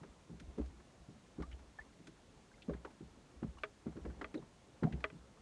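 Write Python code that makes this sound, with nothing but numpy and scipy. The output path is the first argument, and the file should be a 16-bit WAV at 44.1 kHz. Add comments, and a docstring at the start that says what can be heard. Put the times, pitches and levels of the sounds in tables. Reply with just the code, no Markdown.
"""Small boat rocking on a calm sea

Wavelets slap a small hollow hull: a smooth push rings its panels, with a short noise splat, and its air
space booms as a low swelling sine. A loose hard fitting now and then knocks as a crack, ringing modes and
a noise rattle. Spray ticks in short noise bursts; plinks and low gurgles are clusters of climbing sines.
Behind them lie a faint wash that follows the slosh and a smooth microphone hiss, both banded noise."""
import sys
import numpy as np
from scipy import signal
from scipy.io import wavfile

SR = 44100
rng = np.random.default_rng(int(sys.argv[2]) if len(sys.argv) > 2 else 0)


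def pcm_store(signal):
    """Save signal as 16-bit PCM."""
    levels = np.round(np.clip(np.atleast_2d(signal), -1, 1) * 32767)
    wavfile.write(sys.argv[1], SR, levels.astype(np.int16).T)


N = 238746   # length of the scene, samples
T = np.arange(SR // 2) / SR   # time within one event, s


def from_db(db):
    """Decibels to gain."""
    return 10 ** (np.asarray(db) / 20)


def peak_one(x):
    """Scale a sound so that its largest swing is 1."""
    return x / (np.max(np.abs(x)) + 1e-20)


def add(out, start_s, sound):
    """Mix a sound in at a time, cut at the end of the scene."""
    i = round(start_s * SR)
    out[i:i + len(sound)] += sound[:N - i]


def ring(push, hz, t60_s):
    """One resonant mode driven by a push; a unit click sets a decaying sine of starting height 1 ringing."""
    radius = from_db(-60 / (t60_s * SR))
    angle = 2 * np.pi * hz / SR
    return signal.lfilter([0, np.sin(angle)], [1, -2 * radius * np.cos(angle), radius ** 2], push)


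def band(x, hz, octaves):
    """Band-pass of a width in octaves around a centre."""
    edges = hz * 2 ** (np.array([-.5, .5]) * octaves)
    return signal.sosfilt(signal.butter(2, edges, "band", fs=SR, output="sos"), x)


def drift(rate_hz):
    """Slow random wander of spread 1: noise through two equal low-pass poles."""
    step = 40   # made at a low rate, then interpolated
    pole = np.exp(-2 * np.pi * rate_hz * step / SR)
    noise = rng.standard_normal(N // step + 2002)
    slow = signal.lfilter([1], [1, -2 * pole, pole ** 2], noise)[2000:]   # past the filter's start
    return np.interp(np.arange(N) / step, np.arange(len(slow)), slow / np.std(slow))


def slaps():
    """A smooth water push rings the panels near the struck spot; its rough edge adds a short bright splat."""
    # wavelets on the hull: start_s, thump_level_db (peak), centre_hz (of the struck panels)
    wavelets = [(0.014, -48.5, 166), (0.035, -49, 426), (0.296, -42.5, 172), (0.331, -47, 166),
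                (0.407, -47.5, 208), (0.579, -30, 300), (0.592, -30, 295), (1.085, -43.5, 175),
                (1.384, -34.5, 223), (1.394, -35.5, 310), (1.408, -37.5, 200), (1.997, -49, 158),
                (2.075, -47.5, 262), (2.682, -30.5, 218), (2.694, -32.5, 500), (2.706, -35, 396),
                (2.722, -40, 348), (2.743, -37.5, 139), (2.849, -39.5, 415), (3.005, -42, 246),
                (3.02, -44, 143), (3.424, -30, 201), (3.44, -35, 168), (3.861, -29, 245),
                (3.874, -36.5, 152), (3.956, -42, 208), (3.973, -41.5, 342), (4.047, -38, 240),
                (4.057, -37, 430), (4.076, -48, 334), (4.09, -45.5, 205), (4.195, -46.5, 276),
                (4.216, -40.5, 326), (4.344, -32.5, 304), (4.354, -31.5, 365), (4.373, -37, 374),
                (4.389, -45, 148), (4.425, -48.5, 150), (4.826, -24.5, 201), (4.842, -23, 150),
                (4.869, -40, 137), (4.889, -41, 178), (4.91, -36.5, 199), (4.93, -32.5, 137),
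                (4.946, -36.5, 159), (4.974, -56, 206), (5.124, -45, 180), (5.147, -49.5, 155)]
    # hull panels: pitch_hz, level_db, t60_s (before the water damps them)
    panels = [(127.5, 4, 0.088), (155.7, -4, 0.26), (172.7, -0.5, 0.24), (218, -2, 0.19), (249.4, 0, 0.12),
              (300.2, 1, 0.14), (332.7, 1.5, 0.12), (398.8, 2.5, 0.15), (456.3, 2, 0.091),
              (520.6, 6.5, 0.067), (590.4, 2, 0.11), (736, -0.5, 0.045)]
    push_s, splat_db = 0.015, -20   # push length; splat under the thump
    damped_share = 0.74   # share of the ring time left by the water
    spread_at_200_hz_oct, spread_slope = 0.64, -0.62   # a smaller, higher spot reaches fewer panels
    out = np.zeros(N)
    push = np.sin(np.pi * np.clip(T / push_s, 0, 1)) ** 2
    splat_shape = (1 - np.exp(-T / 0.004)) * from_db(-60 * T / 0.22)
    for start_s, level_db, centre_hz in wavelets:
        thump = np.zeros(len(T))
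        spread_oct = spread_at_200_hz_oct * (centre_hz / 200) ** spread_slope
        for hz, mode_db, t60_s in panels:
            nearness = np.exp(-.5 * (np.log2(hz / centre_hz) / spread_oct) ** 2)
            # each panel is driven at its own pitch, from a random phase
            wobble = np.cos(2 * np.pi * (hz * T + rng.random()))
            strength = nearness * from_db(mode_db + rng.normal(0, 1.98))
            thump += strength * ring(push * wobble, hz, t60_s * damped_share)
        splat = band(rng.standard_normal(len(T)), 500, 1.21) * splat_shape
        slap = peak_one(thump) + from_db(splat_db) * peak_one(splat)
        add(out, start_s - .005, from_db(level_db) * slap)   # the push begins a little early
    return out


def booms():
    """The hull's air space is pushed: it swells up near its one low pitch and dies away."""
    # pushes on the air: start_s (the swell begins 0.01 s ahead), level_db (peak of the swell), t60_s
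    pushes = [(0.097, -53, 0.11), (0.317, -54.5, 0.45), (0.442, -46, 0.1), (0.485, -43, 0.097),
              (0.602, -36.5, 0.38), (0.7, -44.5, 0.082), (0.778, -57, 0.14), (1.006, -56, 0.14),
              (1.15, -58, 0.14), (1.405, -39.5, 0.15), (1.481, -46, 0.23), (1.537, -43, 0.11),
              (1.607, -53, 0.13), (1.67, -57, 0.17), (1.808, -55, 0.069), (2.708, -42, 0.35),
              (3.026, -58, 0.47), (3.37, -50, 0.18), (3.449, -49, 0.15), (3.489, -41, 0.091),
              (3.56, -53, 0.073), (3.612, -56, 0.1), (3.699, -64, 0.12), (3.87, -51, 0.67),
              (4.021, -46, 0.15), (4.07, -39, 0.25), (4.181, -52, 0.091), (4.242, -52.5, 0.08),
              (4.839, -59, 0.15), (4.931, -36.5, 0.26), (5.039, -49.5, 0.13), (5.187, -54.5, 0.37)]
    air_hz, scatter_hz, swell_s = 63.5, 1.5, 0.011
    out = np.zeros(N)
    for start_s, level_db, t60_s in pushes:
        shape = (1 - np.exp(-T / swell_s)) ** 2 * from_db(-60 * T / t60_s)
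        hz = rng.normal(air_hz, scatter_hz)
        tone = np.sin(2 * np.pi * (hz * T + rng.random()))
        add(out, start_s - .01, from_db(level_db) * peak_one(shape) * tone)
    return out


def knocks():
    """The loose fitting strikes: a dulled click makes a sharp crack and rings modes, with a short rattle."""
    # strikes: start_s, level_db (peak of the crack)
    strikes = [(3.6353, -29.5), (4.2442, -37), (5.0416, -26.5), (5.1014, -50.5)]
    # the fitting and the deck under it: pitch_hz, level_db, t60_s
    fitting_modes = [(286, -10.5, 0.11), (415, -2, 0.15), (457, 2.5, 0.038), (639, 1, 0.082),
                     (850, -9.5, 0.053), (1000, -17, 0.11), (1165, 5, 0.031), (1253, -0.5, 0.062),
                     (1340, -27, .05), (1543, 7.5, 0.015), (1716, -35, 0.054), (1780, -15, 0.015),
                     (2020, -28, 0.07), (1995, 1.5, 0.036), (2050, -50, 0.026), (2316, 4.5, 0.023),
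                     (2600, -1.5, 0.02), (2400, -20, 0.028), (2650, -38, 0.073), (3187, -7.5, 0.038),
                     (3310, -15.5, 0.062), (3740, -17, 0.028), (4260, -23, 0.038), (5330, -61, .03)]
    contact_hz = 4400   # low-pass for the dullness of the contact
    modes_db, rattle_db = 1.5, -6.0   # peaks against the crack
    out = np.zeros(N)
    click = (T == 0) * 1.
    hit = signal.lfilter(*signal.butter(2, contact_hz, fs=SR), click)
    crack = peak_one(band(hit, 1900, 1.5))
    for start_s, level_db in strikes:
        strengths_db = rng.normal(0, 1.5, len(fitting_modes))
        modes = np.zeros(len(T))
        for k, (hz, mode_db, t60_s) in enumerate(fitting_modes):
            sign = (-1) ** k   # modes alternate in direction down the table
            modes += sign * from_db(mode_db + strengths_db[k]) * ring(hit, hz, t60_s)
        rattle = band(rng.standard_normal(len(T)), 1480, 0.92) * from_db(-60 * T / 0.056)
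        knock = crack + from_db(modes_db) * peak_one(modes) + from_db(rattle_db) * peak_one(rattle)
        add(out, start_s, from_db(level_db) * knock)
    return out


def spray():
    """Spray ticks are short noisy bursts: a wet body around the centre and a fine bright edge."""
    # ticks: start_s (the burst begins 0.001 s ahead), body_level_db (peak), centre_hz,
    # fine_db (gain of the bright edge before the tick's level)
    ticks = [(0.0332, -48, 1000, -20), (0.399, -51.5, 1650, 0.5), (0.583, -49.5, 1090, -14),
             (0.614, -50.5, 1000, -19), (0.658, -63, 1260, 3.5), (0.802, -57, 1240, -16),
             (1.4014, -49, 1000, -23), (1.4224, -43.5, 1120, -11.5), (1.514, -53.5, 1970, -12),
             (1.526, -56, 2380, -15), (1.593, -56.5, 1030, -9), (1.788, -44.5, 900, -30),
             (2.071, -50.5, 1460, -1.5), (2.621, -50, 2870, -28), (2.6942, -45, 880, -26),
             (2.7355, -47, 1340, -28), (2.849, -38.5, 1110, -35), (2.9044, -57, 1000, -8),
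             (3.4306, -45.5, 890, -25), (3.5835, -50.5, 1080, -10), (3.868, -54, 1120, -29),
             (3.9236, -54.5, 1000, -24), (3.9666, -53, 1180, -17), (4.0518, -44, 850, -31),
             (4.101, -57, 1300, -20), (4.2136, -35.5, 1090, -28), (4.342, -44.5, 1530, -9.5),
             (4.4236, -54.5, 700, -23), (4.8336, -37, 1090, -35), (4.925, -45.5, 2100, -19),
             (5.0047, -55.5, 1560, -5)]
    swell_s, t60_s = 0.0012, 0.055
    spread_at_1_khz_oct, spread_slope = 1.16, -0.49   # higher ticks are more focused
    out = np.zeros(N)
    shape = (1 - np.exp(-T / swell_s)) * from_db(-60 * T / t60_s)
    for start_s, level_db, hz, fine_db in ticks:
        body_noise, fine_noise = rng.standard_normal((2, len(T)))
        spread_oct = spread_at_1_khz_oct * (hz / 1000) ** spread_slope
        body = peak_one(band(body_noise, hz, spread_oct) * shape)
        fine = peak_one(band(band(fine_noise, 5400, 3.3), 2850, 2.1) * shape)
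        add(out, start_s - .001, from_db(level_db) * (body + from_db(fine_db) * fine))
    return out


def plinks():
    """Plinks and low gurgles: clusters of a few detuned sines that climb as they die away."""
    # plinks and gurgles: start_s, level_db (peak), pitch_hz (of the main sine before it climbs)
    clusters = [(1.429, -48, 1114), (1.526, -56, 2910), (1.787, -42, 1695), (1.81, -51.5, 1870),
                (2.516, -58, 1550), (2.54, -61, 2070), (2.58, -62, 1550), (2.77, -63, 2050),
                (2.875, -50, 863), (3.572, -56, 1090), (3.586, -60, 2870), (4.103, -59, 1490),
                (4.35, -55, 4000), (4.376, -59, 3830), (4.844, -42, 396), (4.87, -39, 706),
                (5.373, -62.5, 1180)]
    rise_oct_per_s = 4.5
    t60_at_1_khz_s, t60_slope = .055, -0.39   # higher pitches ring shorter
    out = np.zeros(N)
    onset = 1 - np.exp(-T / 0.00022)
    for start_s, level_db, hz in clusters:
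        t60_s = t60_at_1_khz_s * (hz / 1000) ** t60_slope
        climb = 2 * np.pi * np.cumsum(hz * 2 ** (rise_oct_per_s * T)) / SR   # phase, radians
        detune = rng.normal(1, .045, (3, 1))
        start_turn = rng.random((3, 1))
        side_sines = np.sin(climb * detune + 2 * np.pi * start_turn).sum(axis=0)
        cluster = np.sin(climb) + .45 * side_sines
        add(out, start_s, from_db(level_db) * peak_one(cluster * onset * from_db(-60 * T / t60_s)))
    return out


def wash(lumpy_db):
    """Third-octave noise bands; the low ones are lumpy and follow the slosh, the high ones are smooth hiss."""
    # spectrum of wash and hiss: pitch_hz, level_db (per Hz, relative)
    spectrum = [(20, -31), (40, 1.5), (60, -0.5), (110, -1.5), (250, -2), (450, -7.5), (800, -11.5),
                (1400, -17), (2500, -22), (4000, -24), (4900, -26.5), (6000, -23.5), (8000, -29),
                (10300, -36.5), (11400, -65)]
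    # water moving along the hull: start_s, level_db (only the change around the mean is used)
    slosh = [(0.0, -62), (0.3, -65.5), (0.53, -60.5), (0.81, -64), (2.27, -64), (3.92, -64), (4.07, -58.5),
             (4.57, -65), (4.87, -62.5), (5.0, -60), (5.15, -64.5), (5.41, -63.5)]
    steady_level_db = -61.5   # rms without slosh and lumps
    slosh_s, slosh_level_db = np.transpose(slosh)
    slosh_db = np.interp(np.arange(N) / SR, slosh_s, slosh_level_db - np.mean(slosh_level_db))
    spectrum_hz, spectrum_db = np.transpose(spectrum)
    white = rng.standard_normal((2, N + SR))   # neighbouring bands take turns between two noises
    together = drift(11)   # lumps shared by all bands
    steady, moving = np.zeros(N), np.zeros(N)
    for k, centre_hz in enumerate(25 * 2 ** np.arange(0, 9.2, 1 / 3)):
        band_db = np.interp(np.log(centre_hz), np.log(spectrum_hz), spectrum_db)
        noise = band(white[k % 2], centre_hz, 1 / 3)[SR:] * from_db(band_db)   # skip the filter's start
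        watery = 1 / (1 + (centre_hz / 1500) ** 2)   # how far the band moves with the water
        lumps_db = lumpy_db * (0.29 * together + 1.94 * drift(11))
        steady += noise
        moving += noise * from_db(watery * (slosh_db + lumps_db))
    return from_db(steady_level_db) * moving / np.std(steady)


def scene():
    """Everything reaches one microphone."""
    return (slaps() + booms() + knocks() + spray() + plinks() + wash(lumpy_db=1.1))[None]


def record(dry):
    """A steep low-pass cuts the top."""
    cutoff_hz = 11330
    steep = signal.ellip(10, 1, 70, cutoff_hz, fs=SR, output="sos")   # 1 dB ripple, 70 dB stop
    return signal.sosfilt(steep, dry)


dry = scene()
out = record(dry)
pcm_store(out)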